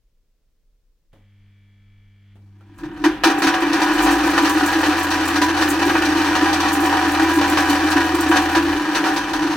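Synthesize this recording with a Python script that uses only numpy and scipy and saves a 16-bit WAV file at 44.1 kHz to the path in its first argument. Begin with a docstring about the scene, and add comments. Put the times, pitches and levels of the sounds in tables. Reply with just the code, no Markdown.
"""A vibratory tumbler starts in a garage: a switch clacks and mains-locked tones hum, buzz and whine.
Two more clacks follow as the sprung steel barrel begins to shake; the motor tones end at 2.81 s.
Bolts and hammers then pelt the wall and each other: random contacts ring steel modes, heaps crash,
chips shower in spurts that swell about five times a second, and thumps make the low modes boom.
From 3.8 s a drone (gliding sine) climbs; it drops away near 8.8 s. Noise rumbles beneath it all."""
import sys
import numpy as np
from scipy import signal
from scipy.fft import rfft, irfft
from scipy.io import wavfile
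from scipy.ndimage import uniform_filter1d

SR = 44100
rng = np.random.default_rng(int(sys.argv[2]) if len(sys.argv) > 2 else 0)


def put_to_file(sound):
    """Save the sound as 16-bit audio at rate SR, in the file named by the first command-line argument."""
    columns = np.atleast_2d(sound).T  # one column per channel
    safe = np.clip(columns, -1, 1)
    whole_steps = np.round(safe * 32767)
    wavfile.write(sys.argv[1], SR, whole_steps.astype(np.int16))


N = 421596
TIME = np.arange(N) / SR
RING_TIME = TIME[:SR // 2]

# Levels are relative wherever a function normalizes or scales them.
# heaps crashing on the wall: start_s, wall_level_db, clink_level_db, pour_s
HEAP_CRASHES = [(2.606, -51, -83, .017), (2.786, -34, -60, 0.031), (2.834, -27, -55, 0.027),
                (3.04, -5, -32, .023), (3.236, -0.5, -23, 0.023), (3.27, -6.5, -30, 0.014),
                (3.298, -8.5, -35, .018), (3.42, -7.5, -29, 0.042), (3.469, -4, -26.5, 0.023),
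                (3.54, -6.5, -34, 0.015), (3.617, -10.5, -40, 0.019), (3.731, -9, -28, 0.011),
                (3.817, -8.5, -30, 0.019), (3.985, -11.5, -41, 0.05), (4.06, -7.5, -36, 0.068),
                (4.27, -12.5, -44, 0.016), (4.378, -1.5, -27.5, 0.0094), (4.447, -7, -29.5, 0.03),
                (4.73, -12, -33.5, .018), (4.831, -7, -35, 0.024), (4.86, -23, -31, 0.0078),
                (5.104, -12, -32.5, 0.046), (5.354, -14.5, -32, 0.027), (5.416, -8, -27.5, 0.023),
                (5.565, -11, -35.5, 0.049), (5.613, -7, -29, 0.025), (5.818, -7.5, -32.5, 0.019),
                (5.895, -2.5, -32, 0.011), (5.953, -3, -40, 0.011), (6.05, -13.5, -30, 0.015),
                (6.201, -17, -47, 0.028), (6.352, -6.5, -31, 0.017), (6.529, -10, -28.5, 0.019),
                (6.602, -16, -29.5, 0.01), (6.679, -26, -31, 0.016), (6.925, -7, -37, 0.035),
                (7.412, -7.5, -33.5, .014), (7.571, -6, -28.5, 0.022), (7.695, -14, -32, 0.022),
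                (7.805, -16, -45, 0.02), (7.911, -15, -31.5, .02), (7.966, -9, -37, 0.016),
                (8.314, -4.5, -35, 0.026), (8.359, -3.5, -26, 0.024), (8.549, -6, -30.5, 0.028),
                (8.948, -7, -29.5, 0.033), (9.04, -7, -33.5, 0.052), (9.161, -12.5, -31.5, 0.029),
                (9.333, -13, -36.5, 0.031)]
# drive of the load: time_s, wall_blow_level_db, clink_level_db, chip_level_db, boom_level_db
SHAKE_LEVELS = [(2.4, -74, -76, -82, -67), (2.58, -67, -78, -79, -60), (2.775, -56, -71, -70, -56),
                (2.85, -46.5, -85, -67, -32.5), (3.03, -38, -44, -61, -38.5), (3.22, -40, -64, -72, -39),
                (3.39, -28, -42, -62, -21), (3.48, -24.5, -41, -54, -31), (3.75, -21.5, -34, -47, -19),
                (4.05, -22, -32.5, -37, -17), (4.7, -21, -32, -39, -27), (5.45, -22.5, -33, -41, -20.5),
                (6.2, -22, -31.5, -41.5, -20.5), (6.8, -21, -33.5, -37.5, -20.5), (7.7, -21, -31, -38, -23),
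                (8.8, -23.5, -35.5, -39.5, -21), (9.22, -26.5, -38, -56, -25), (9.56, -25, -34, -74, -21.5)]
# modes of the steel wall: pitch_hz, width_hz, level_db, left_right_phase_rad
WALL_MODES = [(749.4, 10, 1.5, 0.62), (796.3, 2.56, 5.5, 0.97), (934, 42, -14.5, 0.68), (932, 21, -4.5, 1),
              (981, 13, -2, 0.87), (987, 11.3, 3, 0.17), (1126, 11, -3, 1.16), (1193, 6, -4.5, 1.2),
              (1232, 48, -11, .2), (1284, 47, -15, .15), (1461, 7.8, -1.5, 0.18), (1525, 14.6, -3.5, 0.21),
              (1635, 7.3, -0.5, .3), (1702, 19, -17, .5), (1730, 8.4, -4, 0.36), (1796, 15.6, -6, 0.45),
              (1895, 45, -8, 0.33), (1960, 26, -17.5, 0.65), (2082, 10, -16, 0.49), (2354, 13, -9, .7),
              (2373, 15.5, -8.5, 0.35), (2554, 13, -13, 0.45), (2990, 41, -12.5, 0.45)]
# dense wall overtones: freq_hz, level_db
WALL_SPECTRUM = [(40, -16), (110, -22), (165, -4.5), (220, -2.5), (420, -7), (520, 1), (640, -2.5),
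                 (1000, 2.5), (1350, 1), (1800, 5), (2100, -6), (2500, -3.5), (3500, -8.5), (7000, -33.5)]
# overtones of the loose parts: freq_hz, level_db
PARTS_SPECTRUM = [(1200, -13.5), (2500, 0.5), (3300, -2), (4300, 1), (5000, -3), (5700, -1), (6500, -4.5),
                  (7000, -12.5), (7800, -9), (8600, -14.5), (9500, -11.5), (11500, -18.5), (16000, -20)]
# handfuls of chips flung at the steel: start_s, level_db
CHIP_SHOWERS = [(2.78, -52), (3.383, -31.5), (4.11, -29), (5.85, -28.5), (7.335, -33), (7.695, -28)]
# chips on steel: freq_hz, level_db
CHIP_SPECTRUM = [(4000, -25), (7000, -1), (8000, -0.5), (11000, -6.5), (16000, -5.5)]
# lowest modes of the barrel: pitch_hz, width_hz, level_db
BOOM_MODES = [(287.25, 7.3, 2.5), (308.4, 22.4, 2), (334, 16.2, 0.5), (364.4, 7.9, -11), (396, 12, -13.5)]
# hammers thumping the barrel: peak_s, level_db
HAMMER_THUMPS = [(2.718, -44.5), (2.835, -27.5), (3.055, -8.5), (3.275, -10.5), (3.459, -11), (3.63, -17.5),
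                 (4.035, -20), (4.13, -18), (4.2, -25), (4.43, -13), (4.56, -14.5), (4.63, -14.5),
                 (4.77, -14), (4.89, -14), (5.87, -15), (6.08, -17.5), (6.18, -15), (6.43, -17),
                 (7.221, -13), (7.378, -12), (7.529, -15.5), (7.709, -13.5), (7.851, -14), (7.965, -13.5),
                 (8.137, -16), (8.305, -16), (8.57, -14.5), (9.435, -15)]
# drone of the drive: time_s, pitch_hz
DRONE_PITCH = [(3.8, 40), (4.05, 50), (4.25, 63), (4.5, 79), (4.9, 83), (5.5, 83.5), (6.1, 83.5), (6.6, 83),
               (8.8, 81.5)]
# drone of the drive: time_s, level_db
DRONE_LEVEL = [(3.8, -54), (4.05, -33.5), (4.4, -41), (4.9, -37.5), (6.5, -37), (7.3, -35.5), (8.75, -35.5),
               (8.82, -59)]
# straining motor: time_s, hum_level_db, buzz_level_db, whine_level_db
MOTOR_LEVELS = [(1.12, -73, -78, -95), (1.17, -54, -73, -79), (1.48, -50.5, -70, -78),
                (1.56, -51.5, -71, -70.5), (2.2, -51, -71, -72), (2.33, -47.5, -67, -87),
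                (2.43, -45, -87, -78), (2.74, -47, -65, -82), (2.81, -58, -81, -85)]
# hum of the iron: pitch_hz, level_db
HUM_LINES = [(100, 3), (150, -22), (200, -8.5), (300, -20), (400, -29)]
# buzz of the laminations: freq_hz, level_db
BUZZ_SPECTRUM = [(450, -10), (1100, -10.5), (1750, -4), (2100, -1), (2400, -3), (2600, -8), (3000, -5),
                 (3330, -2), (3800, -15), (6000, -17)]
# whine of the housing: pitch_hz, level_db
WHINE_LINES = [(1750, -7), (2100, -10), (2250, -8), (2300, 2), (2350, -17), (3350, -6)]
# switch and frame clacks: start_s, knock_level_db, knock_t60_s, mode_pitch_hz, mode_level_db, mode_width_hz
CLACK_EVENTS = [(1.131, -50, 0.34, 543, -57, 5.1), (2.355, -52.5, 0.36, 404, -54, 15),
                (2.609, -53.5, 0.16, 1380, -52, 25)]
# knock of a clack: freq_hz, level_db
CLACK_SPECTRUM = [(250, 0.5), (400, -6), (830, -10), (1200, -15), (2400, -22), (3300, -23), (5000, -32),
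                  (15000, -40)]
# room rumble: freq_hz, level_db
RUMBLE_SPECTRUM = [(12, -31), (20, 1), (40, -2.5), (54, -18), (128, -26.5), (409, -35.5), (445, -31),
                   (753, -45), (5530, -48.5), (10200, -55), (15000, -52)]
# frame shuddering on the bench: freq_hz, level_db
SHUDDER_SPECTRUM = [(20, -16), (45, 6.5), (70, -4.0), (160, 1), (260, -7), (1000, -80)]
# frame shuddering on the bench: time_s, level_db
SHUDDER_LEVEL = [(2.3, -93), (2.85, -41), (4.1, -47), (8.7, -43), (9.4, -40.5)]
# stereo width of noise: freq_hz, side_to_mid_db
WIDTH_SPECTRUM = [(60, -17), (300, -15.5), (600, -7.5), (1300, -14), (2200, -5), (4000, -2), (12000, -0.5)]

SWING_HZ, SWING_START_S = 4.85, 2.785
SETTLE_DB, SETTLE_S = -25, 0.048
SHOWER_DECAY_S = 0.018
THUMP_RISE_S, THUMP_FALL_S = 0.017, 0.038
MAINS_HZ = 50
RUMBLE_DB = -60.5
TOP_HZ = 15950


def rattle(spots=7):
    """Parts strike several spots; each rings the same wall modes with its own signs and overtones."""
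    bunching = surge(rate_hz=35, depth_db=0.94)
    wall_shake = swell(SHAKE_LEVELS, column=1) * swing(depth_db=0.2) * bunching
    parts_shake = swell(SHAKE_LEVELS, column=2) * bunching
    wall_crash = undb(-8.5) * crash_force(column=1, tail_s=0.0022)
    parts_crash = undb(7.5) * crash_force(column=2, tail_s=0.0029)
    out = 0
    for spot in range(spots):
        steady = contacts(rate_hz=55, scatter_db=1.37)
        heap = contacts(rate_hz=220, scatter_db=2.5)
        modes = energy(sum(rng.choice([-1, 1]) * mode(*row) for row in WALL_MODES))
        overtones = clang(WALL_SPECTRUM, t60_s=0.05, room_db=-2, room_t60_s=0.68)
        wall = undb(-1.0) * modes + undb(-4) * overtones
        clink = clang(PARTS_SPECTRUM, t60_s=0.096, room_db=-9, room_t60_s=0.34)
        parts = clink + undb(-7.0) * bolt()
        wall_blow = undb(14.0) * first_blows(column=1, spot=spot, spots=spots)
        parts_blow = undb(24.5) * first_blows(column=2, spot=spot, spots=spots)
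        on_wall = steady * wall_shake + heap * wall_crash + wall_blow
        on_parts = steady * parts_shake + heap * parts_crash + parts_blow
        out = out + ring(on_wall, wall) + ring(on_parts, parts)
    return out / np.sqrt(spots)


def contacts(rate_hz, scatter_db):
    """Random metal-to-metal contacts: impulses of either sign, their sizes scattered in dB."""
    hit = rng.random(N) < rate_hz / SR
    size = undb(scatter_db * np.clip(rng.standard_normal(N), -2, 2))
    return unit(hit * size * rng.choice([-1, 1], N))


def crash_force(column, tail_s):
    """Each heap lands at once, keeps pouring for a moment and settles."""
    force = np.zeros(N)
    for row in HEAP_CRASHES:
        start, pour_s = int(row[0] * SR), max(row[3], 1 / SR)
        overrun = np.maximum(RING_TIME - pour_s, 0)
        pour = np.exp(-.8 * RING_TIME / pour_s - overrun / tail_s)
        settling = undb(SETTLE_DB) * np.exp(-RING_TIME / SETTLE_S)
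        pour = np.maximum(pour, settling)
        force[start:start + len(pour)] += undb(row[column]) * pour[:N - start]
    return force


def first_blows(column, spot, spots):
    """The heaviest piece of a heap lands first, a single impulse on one spot of the wall."""
    force = np.zeros(N)
    for row in HEAP_CRASHES[spot::spots]:
        force[int(row[0] * SR)] = undb(row[column]) * np.sqrt(spots)
    return force


def bolt(count=10):
    """A loose part rings with a few sharp modes of its own."""
    draws = rng.random((count, 3))
    pitches_hz = 2000 * (9000 / 2000) ** draws[:, 0]
    out = 0
    for hz, (_, phase_draw, size_draw) in zip(pitches_hz, draws):
        tone = mode(hz, 15, 0, phase_rad=3 * (phase_draw - .5))
        out = out + tone * gain_at(hz, PARTS_SPECTRUM) * (size_draw + 0.17)
    return energy(out)


def jingle(spots=4):
    """Light chips shower on the steel in random short spurts that swell with the swings."""
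    tosses = np.abs(contacts(rate_hz=30, scatter_db=8.5))
    spurts = unit(ring(tosses, fade(0.12)[None])[0])
    spurts = unit(undb(-7) + spurts)
    shake = swell(SHAKE_LEVELS, column=3) * spurts * swing(depth_db=2.0)
    for start_s, db in CHIP_SHOWERS:
        start = int(start_s * SR)
        shake[start:start + len(RING_TIME)] += undb(db) * np.exp(-RING_TIME / SHOWER_DECAY_S)
    out = 0
    for _ in range(spots):
        force = contacts(rate_hz=400, scatter_db=2) * shake
        out = out + ring(force, clang(CHIP_SPECTRUM, t60_s=0.03, room_db=-8, room_t60_s=0.19))
    return out / np.sqrt(spots)


def swing(depth_db):
    """Gain that rises and falls as the barrel rocks on its springs, deepening over half a second."""
    since_s = TIME - SWING_START_S
    return undb(depth_db * np.cos(2 * np.pi * SWING_HZ * since_s) * np.clip(2 * since_s, 0, 1))


def surge(rate_hz, depth_db):
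    """Gain that wanders as the load bunches up and loosens."""
    steps = rng.standard_normal(1024)
    return undb(depth_db * np.interp(TIME * rate_hz, np.arange(len(steps)), steps))


def boom(hold_s):
    """The load's weight drives the barrel's close low modes, which beat against each other."""
    shell = sum((-1) ** k * mode(*row, phase_rad=0.15) for k, row in enumerate(BOOM_MODES))
    band = signal.butter(2, [255, 420], "band", fs=SR, output="sos")
    tone = unit(ring(contacts(rate_hz=600, scatter_db=1.5), signal.sosfilt(band, shell)))
    # level the tone so that heave() sets its strength
    power = uniform_filter1d(np.mean(tone ** 2, axis=0), int(hold_s * SR))
    return tone / np.sqrt(power + 1e-6) * heave()


def heave():
    """How widely the wall swings: uneven steady shaking, and a quick swell for each hammer thump."""
    power = (swell(SHAKE_LEVELS, column=4) * surge(rate_hz=26, depth_db=1.96)) ** 2
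    for peak_s, db in HAMMER_THUMPS:
        near = slice(int((peak_s - .1) * SR), int((peak_s + .3) * SR))
        since_s = TIME[near] - peak_s
        thump = np.exp(-np.maximum(-since_s / THUMP_RISE_S, since_s / THUMP_FALL_S))
        power[near] += (undb(db) * thump) ** 2
    return np.sqrt(power)


def drone():
    """The drive's pure tone: a sine whose pitch climbs and settles."""
    phase_rad = 2 * np.pi * np.cumsum(curve(DRONE_PITCH)) / SR
    return np.sqrt(2) * np.sin(phase_rad) * swell(DRONE_LEVEL)


def motor():
    """Iron hums mainly at twice the mains rate; laminations buzz on harmonics, the housing whines."""
    harmonics_hz = np.arange(450, 5000, 50)
    laminations = zip(harmonics_hz, 20 * np.log10(gain_at(harmonics_hz, BUZZ_SPECTRUM)))
    hiss = noise(list(BUZZ_SPECTRUM) + [(15000, -44)], size=N)
    buzz = mains_lines(laminations, waver_db=2.5) + undb(-3) * hiss
    hum = mains_lines(HUM_LINES, waver_db=.4) * swell(MOTOR_LEVELS, column=1)
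    whine = mains_lines(WHINE_LINES, waver_db=1.2) * swell(MOTOR_LEVELS, column=3)
    return hum + buzz * swell(MOTOR_LEVELS, column=2) + whine


def mains_lines(lines, waver_db):
    """Tones locked to multiples of the mains rate, each wavering in strength, up to the motor's end."""
    t = TIME[:int(MOTOR_LEVELS[-1][0] * SR)]
    knots = np.linspace(0, t[-1], num=24)
    out = 0
    for hz, db in lines:
        waver = np.interp(t, knots, undb(db + waver_db * rng.standard_normal(len(knots))))
        locked_hz = MAINS_HZ * round(hz / MAINS_HZ)
        out = out + waver * np.sin(2 * np.pi * (locked_hz * t + rng.random()))
    return np.pad(unit(out), (0, N - len(t)))


def clacks():
    """The switch closes and the frame takes up the load: a noise knock and a short ring each."""
    out = np.zeros((2, N))
    for start_s, db, t60_s, hz, ring_db, width_hz in CLACK_EVENTS:
        start = int(start_s * SR)
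        knock = undb(db) * noise(CLACK_SPECTRUM, size=len(RING_TIME)) * fade(t60_s)
        out[:, start:start + len(RING_TIME)] += knock + mode(hz, width_hz, ring_db) / width_hz
    return out


def rumble():
    """Quiet room rumble, and the frame shuddering on the bench once the barrel moves."""
    shudder = noise(SHUDDER_SPECTRUM, size=N) * swell(SHUDDER_LEVEL)
    return undb(RUMBLE_DB) * noise(RUMBLE_SPECTRUM, size=N) + shudder


def mode(hz, width_hz, db, phase_rad=0):
    """A decaying sine, its phase split between left and right; the width sets decay and strength."""
    angle = 2 * np.pi * hz * RING_TIME + np.array([[phase_rad], [-phase_rad]]) / 2
    return undb(db) * width_hz * np.exp(-np.pi * width_hz * RING_TIME) * np.sin(angle)


def clang(points, t60_s, room_db, room_t60_s):
    """Countless overtones as decaying noise, with the garage's echo dying more slowly."""
    direct = energy(noise(points, size=len(RING_TIME)) * fade(t60_s))
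    echo = energy(noise(points, size=len(RING_TIME)) * fade(room_t60_s))
    return energy(direct + undb(room_db) * echo)


def ring(force, response):
    """Drive a response with a force by convolution."""
    return signal.oaconvolve(np.atleast_2d(force), response, axes=1)[:, :N]


def noise(points, size):
    """Coloured stereo noise of rms 1, its width set per frequency."""
    hz = np.arange(size // 2 + 1) * SR / size
    mid, side = rfft(rng.standard_normal((2, size)))
    side = gain_at(hz, WIDTH_SPECTRUM) * side
    stereo = mid + np.array([[1], [-1]]) * side
    return unit(irfft(stereo * gain_at(hz, points), size))


def fade(t60_s):
    """Exponential decay by 60 dB in t60_s."""
    return np.exp(-np.log(1000) * RING_TIME / max(t60_s, 1 / SR))


def undb(db):
    """Decibels to gain."""
    return 10 ** (np.asarray(db) / 20)


def curve(rows, column=1):
    """One table column, joined by straight lines in time."""
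    rows = np.array(rows)
    return np.interp(TIME, rows[:, 0], rows[:, column])


def swell(rows, column=1):
    """Gain from a dB column, silent before its first row."""
    return undb(curve(rows, column)) * (TIME > rows[0][0])


def gain_at(hz, points):
    """Gain of a (freq_hz, level_db) spectrum, interpolated on log frequency."""
    f, db = np.transpose(points)
    return undb(np.interp(np.log(hz + 1), np.log(f), db))


def unit(x):
    """Scale to rms 1."""
    return x / np.sqrt(np.mean(x ** 2))


def energy(response):
    """Scale a response so that it passes white noise at the same level."""
    return unit(response) / np.sqrt(response.shape[-1])


def scene():
    """The whole machine in its garage, a touch to the left."""
    lean = undb(np.array([[.3], [-.3]]) / 2)
    return lean * (rattle() + jingle() + boom(hold_s=0.049) + drone() + motor() + clacks() + rumble())


def record(dry):
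    """The recorder rounds the highest peaks and cuts the top."""
    rounded = dry / (1 + dry ** 4) ** (1 / 4)
    return signal.sosfilt(signal.ellip(10, .1, 80, TOP_HZ, fs=SR, output="sos"), rounded)


dry = scene()
out = record(dry)
put_to_file(out)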